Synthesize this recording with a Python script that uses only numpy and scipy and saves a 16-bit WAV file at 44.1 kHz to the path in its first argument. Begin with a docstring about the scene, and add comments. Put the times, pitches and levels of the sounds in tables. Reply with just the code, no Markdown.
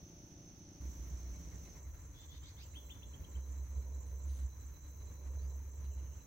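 """Open grassland from two listening spots

A chorus of insects rings near 6 kHz throughout: pulsed wing noise in a narrow band. Bush-crickets sizzle above it.
At the first spot a slow one-cylinder engine chugs far off: regular blows on damped resonances.
At the second, which overlaps it for a second, a distant motor drones as a wavering tone and crickets chirp and trill.
A bird gives one run of rising many-stranded notes, far birds call in gliding tones, and dry grass ticks in noise bursts.
"""
import sys
import numpy as np
from scipy import signal
from scipy.fft import rfft, irfft, next_fast_len
from scipy.io import wavfile
from scipy.ndimage import uniform_filter1d

SR = 44100
rng = np.random.default_rng(int(sys.argv[2]) if len(sys.argv) > 2 else 0)


def transcribe(signal):
    """Save signal, clipped to [-1, 1], as a 16-bit WAV file at the path in sys.argv[1]."""
    frames = np.atleast_2d(signal).T
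    limited = np.clip(frames, -1, 1)
    pcm = np.round(limited * 32767).astype(np.int16)
    wavfile.write(sys.argv[1], SR, pcm)


N = 276066
TIME = np.arange(N) / SR
FFT_SIZE = next_fast_len(N, real=True)
BIN_HZ = np.maximum(np.arange(FFT_SIZE // 2 + 1) * SR / FFT_SIZE, 1e-3)  # above 0 so that its log exists

# Spectral outlines give relative density; the sounds shaped by them are scaled to rms 1 before they are mixed.
# wing resonance of the chorus at each spot: frequency_hz, density_db_per_hz
FIRST_SONG = [(5100, -29), (5600, -8.5), (5950, -1.5), (6100, -9), (6210, 5.5), (6400, -12), (6750, -21),
              (7100, -24.5)]
SECOND_SONG = [(5200, -42), (5700, -11), (5950, -2.5), (6080, -0.5), (6190, 5), (6330, -1), (6550, -8),
               (7050, -10.5), (7550, -27.5), (8100, -15.5), (9000, -66)]
# wing rasp of the bush-crickets: frequency_hz, density_db_per_hz
SIZZLE = [(12100, -76), (13000, 10), (14200, 6.5), (15000, 3.5), (15700, 7)]

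# level of each cricket before panning: time_s, level_db
CHIRP_LEVEL = [(.8, -72), (2, -70), (4.5, -69), (5.2, -72.5), (6.26, -70.5)]
LOW_TRILL_LEVEL = [(.8, -84), (2, -83), (4, -80.5), (6.26, -80)]
HIGH_TRILL_LEVEL = [(.8, -85), (4.2, -84), (4.8, -87), (6.26, -88)]
# spurts in the trill of the lower cricket: centre_s
SPURTS = [1.22, 1.28, 1.38, 1.67, 1.87, 1.98, 2.73, 2.87, 3.03, 3.12, 3.25, 3.34, 3.45, 3.59, 3.77, 3.83,
          3.94, 4.2, 4.3, 4.4, 4.53, 4.62, 4.76, 4.85, 4.91, 5.02, 5.09, 5.18, 5.27, 5.4, 5.51, 5.86, 5.99,
          6.22]
CHIRPS_PER_S, FIRST_CHIRP_S = 4.577, .932  # each chirp is a pair of syllables
SYLLABLE_GAP_S, SYLLABLE_S = .056, .048
# half length of a spurt; strength of the trill between spurts
SPURT_S, TRILL_BETWEEN = .022, .55

# exhaust resonances of the one-cylinder engine: frequency_hz, decay_s, relative_level_db
EXHAUST_MODES = [(69, .022, -4), (122, .012, -5), (168, .015, 0)]
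# resonances of the driven machine, struck by each knock: frequency_hz, decay_s, relative_level_db
CLATTER_MODES = [(264, .012, -6), (292, .012, -2), (319, .013, -1), (346, .012, 0)]
# mean levels of the machine's hum before its fade: harmonic_order, amplitude_db
HUM = [(3, -71), (6, -75), (7, -80), (8, -83), (9, -84)]
# fade of the driven machine: time_s, gain_db
MACHINE_FADE = [(.8, 0), (1.8, -5)]
FIRING_HZ, KNOCK_HZ, FIRST_BLOW_S, HUM_HZ = 13.87, 29.1, .027, 97.2
THUMP_DB, CLATTER_DB = -61.5, -64.5

# pitch of the distant motor, on average: time_s, firing_rate_hz
MOTOR_PITCH = [(.8, 62.33), (3.3, 65.52), (4.2, 67.1), (5, 68.03), (6, 68.77), (6.26, 66.5)]
# drone before flutter and mix: time_s, level_db
MOTOR_LEVEL = [(0.8, -57), (0.83, -42), (1.83, -55), (1.86, -43), (1.94, -72), (2.21, -50), (2.27, -94),
               (2.37, -48), (2.44, -55.5), (3.29, -50.5), (3.34, -41.5), (4.27, -40), (4.86, -52),
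               (5.33, -40), (6.05, -40.5), (6.26, -59)]
# flutter at the strongest level (dB), and its growth for every dB that the drone sinks
FLUTTER_DB, FLUTTER_PER_DB = 2.43, 0.2712
# far rush that comes with the motor: frequency_hz, density_db_per_hz
RUSH = [(200, -4), (300, -6.5), (400, 2), (520, 0), (640, -4.5), (760, -13), (1000, -5), (1400, -42)]
# rush before flicker and mix: time_s, level_db
RUSH_LEVEL = [(0.8, -76), (0.83, -72.5), (1.88, -68), (1.89, -75.5), (3.54, -66.5), (3.67, -72),
              (3.77, -65), (4.08, -67), (4.4, -68.5), (4.78, -75.5), (4.98, -68), (5.54, -65.5),
              (5.67, -72), (5.91, -66.5), (6.26, -71.5)]

# drawn-out bird notes, levels before the mix, strands relative to the main one before the throat:
# start_s, length_s, start_hz, rise_hz, time_power, level_db, upper_strand_db, lower_strand_db, lower_voice_db
SLURS = [(2.14, 0.12, 3390, 377, 2.5, -64.5, -6, -17, -17),
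         (2.28, 0.11, 3245, 600, 1.06, -62.5, -9, -8, -11),
         (2.421, 0.095, 3040, 1130, 1.1, -61, -1.5, -12, -6),
         (2.565, 0.083, 3035, 2180, 1.07, -60.5, -5, -11, -0.5)]
# short upward flicks, levels before the mix: start_s, length_s, top_hz, level_db
FLICKS = [(2.732, 0.061, 3403, -56), (2.887, 0.042, 3497, -55.5), (3.013, 0.032, 3400, -60),
          (3.123, 0.03, 3285, -62.5), (3.23, 0.029, 3260, -64), (3.337, 0.03, 3140, -66)]
# pitch over that of the main strand: upper_strand_ratio, lower_strand_ratio, lower_voice_ratio
STRAND_RATIOS = (1.16, .87, .59)
# the same strands in a flick, before the throat: upper_strand_db, lower_strand_db, lower_voice_db
FLICK_STRANDS_DB = (-26, -12, -28)
# air through the throat in the drawn-out notes: frequency_hz, density_db_per_hz
BIRD_HISS = [(1800, -8), (2100, -3), (2700, -12), (3300, -2), (4100, 0), (4600, -4), (5200, -6)]
BIRD_HISS_DB = -7.5  # relative to the notes
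FLICK_START_HZ, FLICK_CREST = 1700, .8  # a flick arches to its top at this share of its length
SLUR_RASP, FLICK_RASP, WAVER_HZ = 0.95, 0.6, 380  # greatest roughness; pitch waver at roughness 1
THROAT_HZ, THROAT_WIDTH_HZ = 3650, 1800
SLUR_SWELL_DB, FLICK_SWELL_DB = 2, 8  # growth from start to end of a note
NOTE_ROUNDING = .45  # power of the arch that fades each note in and out

# short falling notes of far birds, before blurring: start_s, middle_hz, peak_db
FAR_NOTES = [(1.045, 2050, -70), (1.24, 2090, -72), (1.325, 2220, -70), (1.436, 2080, -70),
             (1.511, 1980, -68), (1.644, 2100, -67), (1.745, 2030, -68), (1.83, 2060, -71.5),
             (5.764, 2800, -88), (5.835, 2780, -77), (5.905, 2790, -72), (5.975, 2830, -73),
             (6.04, 2780, -76), (6.105, 2810, -74), (6.175, 2740, -75)]
FAR_NOTE_S, FAR_FALL_HZ = .045, 170
# thin rising whistle, before blurring: start_s, length_s, start_hz, rise_hz, peak_db
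WHISTLE = (5.372, .135, 4030, 1330, -77)

# dry grass, before the mix: peak_s, decay_s, level_db
TICKS = [(1.653, 0.044, -74), (2.735, 0.083, -70), (3.245, 0.0044, -66), (3.333, 0.0032, -70),
         (3.485, 0.024, -73), (3.777, 0.013, -73), (4.068, 0.05, -75), (4.291, 0.067, -66),
         (4.347, 0.072, -70), (5.852, 0.008, -66.5)]
# ring of a dry stalk: frequency_hz, density_db_per_hz
STALK = [(800, -25), (2000, 4), (4000, 20), (6000, 11.5), (10000, 18), (14000, -34)]

# low rush that swells between 2.2 and 4.2 s: frequency_hz, density_db_per_hz
LOW_RUSH = [(170, 3), (230, -1.5), (290, -0.5), (340, -4)]
# low rush: time_s, mid_level_db
LOW_RUSH_LEVEL = [(2.2, -88), (2.8, -71.5), (3.3, -66), (3.7, -78), (4.2, -92)]
# air over each spot: frequency_hz, density_db_per_hz
FIRST_AIR = [(25, -29), (50, 1.5), (100, 3.5), (180, -3), (400, -15.5), (500, -15.5), (620, -20),
             (1000, -25.5), (2000, -28.5), (5000, -30), (7300, -51), (8200, -51), (10500, -36),
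             (11500, -61)]
SECOND_AIR = [(22, -21), (45, -1.5), (80, 4), (125, -8.5), (160, -10), (215, -22.5), (290, -15.5),
              (400, -28), (750, -33), (1000, -29), (1500, -33.5), (2100, -34), (3000, -42.5), (5000, -45),
              (8900, -60.5), (10500, -41), (11500, -70.5)]
# how far the channels differ for sound from all around: frequency_hz, side_minus_mid_db
WIDTH = [(60, -14.5), (200, -12), (400, -9), (1200, -2.5), (2400, -1), (8000, 0.5), (14000, -12)]

FIRST_ENDS_S, SECOND_STARTS_S = 1.8, .8
TOP_HZ = 15750


def chorus(song, stroke_hz, stroke_power, crowd_db, left_db):
    """Stridulation: strokes pulse a near insect's wing resonance; the crowd's many strokes blur into one tone."""
    near = colour(rng.standard_normal(N), song) * strokes(stroke_hz, 0.04, stroke_power)
    crowd = all_around(song) * undb(.5 * walk(34))
    return pan(unit(near + undb(crowd_db) * crowd), left_db)


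def crickets():
    """Amplitude gating: one cricket chirps in paired syllables, a low one trills in spurts, a high one evenly."""
    count = (TIME - FIRST_CHIRP_S) * CHIRPS_PER_S
    from_chirp_s = np.abs(count - np.round(count)) / CHIRPS_PER_S
    from_syllable_s = from_chirp_s - SYLLABLE_GAP_S / 2
    chirps = .2 + np.exp(-(2 * from_syllable_s / SYLLABLE_S) ** 4)
    spurts = TRILL_BETWEEN + sum(np.exp(-((TIME - s) / SPURT_S) ** 2) for s in SPURTS)

    chirper = cricket(7205, 60, 51, chirps * undb(2 * walk(63)), lead=2.8, wet_db=-7.5)
    low = cricket(4007, 13, 41, spurts * undb(2.5 * walk(45)), lead=0.43, wet_db=-3)
    high = cricket(7884, 45, 66, undb(2 * walk(38)), lead=-.6, wet_db=3.5)

    chirper = pan(undb(curve(CHIRP_LEVEL)) * chirper, -4.0)
    low = pan(undb(curve(LOW_TRILL_LEVEL)) * low, -0.3)
    high = pan(undb(curve(HIGH_TRILL_LEVEL)) * high, -0.59)
    return chirper + low + high


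def cricket(hz, wander_hz, stroke_hz, gate, lead, wet_db):
    """Modulated carrier: strokes pulse a nearly pure wing tone; grass blurs it; left leads by lead radians."""
    phase = 2 * np.pi * turns(hz + wander_hz * walk(112))
    pulses = strokes(stroke_hz, .08, .8) * gate
    tone = np.sin([phase + lead, phase])
    return unit(scatter(tone * pulses, t60=.05, wet_db=wet_db))


def bush_crickets():
    """Pulsed broadband stridulation: a slow and a fast rasp near the top of hearing, wide between the channels."""
    slow = strokes(16.5, .06, 2.1) * colour(rng.standard_normal(N), SIZZLE)
    fast = strokes(40.0, 0.014, 1.4) * colour(rng.standard_normal(N), SIZZLE)
    rasps = slow + fast
    stereo = np.stack([rasps, np.roll(rasps, 2)])  # right copy delayed two samples for width
    return unit(stereo + undb(-4) * all_around(SIZZLE)) * undb(1.4 * walk(16))


def strokes(rate_hz, jitter, power):
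    """Periodic excitation: one smooth swell for each wing stroke, at a slightly unsteady rate."""
    cycles = turns(rate_hz * (1 + jitter * walk(14.0)))
    return unit(np.abs(np.sin(np.pi * cycles)) ** power)


def chugging_engine():
    """Impulse response: firings thump the exhaust; the driven machine knocks at its own rate, hums and fades."""
    thumps = knocks(EXHAUST_MODES, FIRING_HZ, uneven_db=1.5)
    clatter = knocks(CLATTER_MODES, KNOCK_HZ, uneven_db=1.2)
    phase = 2 * np.pi * turns(HUM_HZ * (1 + 0.003 * walk(6)))
    hum = sum(undb(db + 2.5 * walk(9)) * np.sin(order * phase) for order, db in HUM)
    fade = undb(curve(MACHINE_FADE))
    return undb(THUMP_DB) * thumps + fade * (undb(CLATTER_DB) * clatter + hum)


def knocks(modes, rate_hz, uneven_db):
    """Modal ringing: regular blows, uneven in strength, excite a set of damped resonances."""
    times = np.arange(FIRST_BLOW_S, TIME[-1], 1 / rate_hz)
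    blows = np.zeros(N)
    blows[(times * SR).astype(int)] = undb(uneven_db * rng.standard_normal(len(times)))
    t = TIME[:SR // 4]
    ring = sum(undb(db) * np.sin(2 * np.pi * hz * t) * np.exp(-t / decay) for hz, decay, db in modes)
    ring = signal.sosfilt(signal.butter(6, 365, fs=SR, output="sos"), ring)  # low-pass at 365 Hz
    onset = 1 - np.exp(-t / .004)
    return unit(signal.oaconvolve(blows, ring * onset)[:N])


def droning_motor():
    """Low harmonics: the firing note and a trace of its octave waver, with a rush that swells and fades."""
    phase = 2 * np.pi * turns(curve(MOTOR_PITCH) + 1.42 * walk(25.8))
    note = unit(np.sin(phase) + undb(-27.5) * np.sin(2 * phase))
    level_db = curve(MOTOR_LEVEL)
    # the drone flutters more as it sinks
    flutter_db = (FLUTTER_DB + FLUTTER_PER_DB * (level_db.max() - level_db)) * walk(25)
    drone = pan(note * undb(level_db + flutter_db), -2.4)
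    flicker_db = 1.8 * walk(30)
    rush = all_around(RUSH) * undb(curve(RUSH_LEVEL) + flicker_db)
    return undb(-2.5) * drone + undb(-1.5) * rush


def bird():
    """Frequency modulation: many-stranded notes rise into a rasp; then come quick upward flicks that fade."""
    voice = np.zeros(N)
    for s, length, start, rise, bend, db, *strands_db in SLURS:
        def slur(u):
            return start + rise * u ** bend

        def growing_rasp(u):
            return SLUR_RASP * u ** 1.5

        voice += undb(db) * bird_note(s, length, slur, growing_rasp, strands_db, SLUR_SWELL_DB)

    # the hiss of breath follows the running rms of the drawn-out notes
    effort = np.sqrt(np.abs(uniform_filter1d(voice ** 2, size=900)))
    hiss = undb(BIRD_HISS_DB) * effort * colour(rng.standard_normal((2, N)), BIRD_HISS)

    for s, length, top, db in FLICKS:
        def arch(u):
            return top - (top - FLICK_START_HZ) * (1 - u / FLICK_CREST) ** 2

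        def easing_rasp(u):
            return FLICK_RASP * (1 - u)

        voice += undb(db) * bird_note(s, length, arch, easing_rasp, FLICK_STRANDS_DB, FLICK_SWELL_DB)

    stereo = np.stack([np.roll(voice, -3), voice]) + hiss  # left copy three samples ahead
    # leaves close by blur each note; the bushes further off add a longer tail
    blurred = scatter(stereo, t60=.026, wet_db=-2)
    return undb(-1) * pan(scatter(blurred, t60=.4, wet_db=-7.5), -.5)


def bird_note(s, length, pitch, roughness, strands_db, swell_db):
    """Multiple voices: strands glide together, waver apart and swell; u is the elapsed share of the note."""
    span = (TIME >= s) & (TIME < s + length)
    u = (TIME[span] - s) / length
    note = 0
    for ratio, db in zip((1, *STRAND_RATIOS), (0, *strands_db)):
        waver = unit(uniform_filter1d(rng.standard_normal(len(u)), size=50))
        hz = ratio * pitch(u)
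        growth = 1 if ratio >= 1 else np.sqrt(2) * u  # what lies below the main strand comes in late
        strand = np.sin(2 * np.pi * turns(hz + roughness(u) * WAVER_HZ * waver))
        note = note + undb(db) * growth * throat(hz) * strand
    arch = np.sin(np.pi * u) ** NOTE_ROUNDING
    swell = arch * undb(swell_db * u + 2 * walk(300)[span])
    out = np.zeros(N)
    out[span] = unit(note * swell)
    return out


def throat(hz):
    """Resonance: a voice of the bird is loudest where it crosses the resonance of the throat."""
    return 1 / np.hypot(1, 2 * (hz - THROAT_HZ) / THROAT_WIDTH_HZ)


def far_birds():
    """Diffuse scattering: trees smear the short notes of two far birds and the single whistle of a third."""
    notes, waver = np.zeros(N), walk(309)
    for s, hz, db in FAR_NOTES:
        notes += undb(db) * glide_note(s, FAR_NOTE_S, hz + FAR_FALL_HZ / 2, -FAR_FALL_HZ, 170 * waver)
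    s, length, start, rise, db = WHISTLE
    whistle = undb(db) * glide_note(s, length, start, rise, 70 * waver)
    return scatter(notes, t60=.15, wet_db=2) + scatter(whistle, t60=.06, wet_db=-3)


def glide_note(s, length, start_hz, rise_hz, waver_hz):
    """Linear glide: a thin wavering tone slides straight in pitch and fades in and out."""
    u = np.clip((TIME - s) / length, 0, 1)
    fade = np.sqrt(4 * u * (1 - u))
    return fade * np.sin(2 * np.pi * turns(start_hz + rise_hz * u + waver_hz))


def grass():
    """Friction noise: dry stalks rub in grainy crackles; longer ones build and die away more slowly."""
    attack_share, grain_db = .25, 4  # build-up time over decay time; spread of the grain
    swell = np.zeros(N)
    for s, length, db in TICKS:
        decays_away = np.maximum((TIME - s) / length, (s - TIME) / (attack_share * length))
        swell += undb(db) * np.exp(-decays_away)
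    crackle = colour(rng.standard_normal(N) * undb(grain_db * walk(400)), STALK)
    return undb(-2.0) * scatter(crackle * swell, t60=0.037, wet_db=-3)


def first_spot():
    """Superposition: buzzing chorus, bush-crickets, chugging engine and soft air."""
    insects = undb(-63.5) * chorus(FIRST_SONG, stroke_hz=52.5, stroke_power=0.44, crowd_db=-2.5, left_db=-2.0)
    air = undb(-59.0) * all_around(FIRST_AIR)
    return insects + undb(-76.0) * bush_crickets() + chugging_engine() + air


def second_spot():
    """Superposition: smoother chorus, crickets, bush-crickets, motor and a low rush over slightly flickering air."""
    insects = undb(-66.0) * chorus(SECOND_SONG, stroke_hz=71.8, stroke_power=0.39, crowd_db=-1.0, left_db=-2.0)
    sizzle = undb(-69.5) * bush_crickets()
    low_rush = all_around(LOW_RUSH) * undb(curve(LOW_RUSH_LEVEL))
    air = undb(-54.0) * all_around(SECOND_AIR) * undb(1.68 * walk(41))
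    return insects + crickets() + sizzle + droning_motor() + low_rush + air


def all_around(points):
    """Diffuse field: noise from every direction; long waves reach both channels alike, short ones differ."""
    hz, side_db = np.transpose(WIDTH)
    mid, side = colour(rng.standard_normal((2, N)), points)
    side_gain = undb(np.interp(np.log(BIN_HZ), np.log(hz), side_db))
    side = irfft(rfft(side, FFT_SIZE) * side_gain, FFT_SIZE)[:N]
    return mid + side * np.array([[1], [-1]])


def scatter(x, t60, wet_db):
    """Diffuse reverberation: an exponential noise tail, different in each channel; t60 is its 60 dB decay in s."""
    t = TIME[:SR // 2]
    tail = rng.standard_normal((2, len(t))) * np.exp(-np.log(1000) * t / t60)
    tail /= np.sqrt(np.sum(tail ** 2, axis=1, keepdims=True))
    wet = signal.fftconvolve(np.atleast_2d(x), tail, axes=1)[:, :N]
    return (x + undb(wet_db) * wet) / np.hypot(1, undb(wet_db))


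def pan(x, left_db):
    """Interaural level difference: place a sound by its left minus right level."""
    return x * undb(np.array([[left_db], [-left_db]]) / 2)


def colour(x, points):
    """Spectral shaping: filter by a (Hz, dB) outline that falls away steeply beyond its ends; rms 1."""
    hz, db = np.transpose(points)
    outside = np.abs(np.log(BIN_HZ / np.clip(BIN_HZ, hz[0], hz[-1])))
    gain = undb(np.interp(np.log(BIN_HZ), np.log(hz), db) - 60 * outside)
    return unit(irfft(rfft(x, FFT_SIZE) * gain, FFT_SIZE)[..., :N])


def walk(rate):
    """Low-pass noise: a smooth random curve that changes about rate times a second; rms 1."""
    gain = 1 / (1 + (2 * BIN_HZ / rate) ** 4)
    return unit(irfft(rfft(rng.standard_normal(FFT_SIZE)) * gain, FFT_SIZE)[:N])


def turns(hz):
    """Phase as the integral of frequency: cycles done so far, from a random start."""
    return np.cumsum(hz) / SR + rng.random()


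def curve(rows):
    """Linear interpolation: join (s, value) rows by straight lines."""
    return np.interp(TIME, *np.transpose(rows))


def unit(x):
    """Normalisation: scale to rms 1."""
    return x / np.sqrt(np.mean(x ** 2))


def undb(db):
    """Logarithmic level: decibels to amplitude gain."""
    return 10 ** (np.asarray(db) / 20)


def scene():
    """Superposition in time: the second spot cuts in before the first cuts out; birds and grass lie over both."""
    cut_s = 0.01
    first = np.clip((FIRST_ENDS_S - TIME) / cut_s, 0, 1)
    second = np.clip((TIME - SECOND_STARTS_S) / cut_s, 0, 1)
    return first * first_spot() + second * second_spot() + bird() + far_birds() + grass()


def record(dry):
    """Band limiting: a steep elliptic low-pass cuts the top of the spectrum."""
    return signal.sosfilt(signal.ellip(10, .2, 80, TOP_HZ, fs=SR, output="sos"), dry)


dry = scene()
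out = record(dry)
transcribe(out)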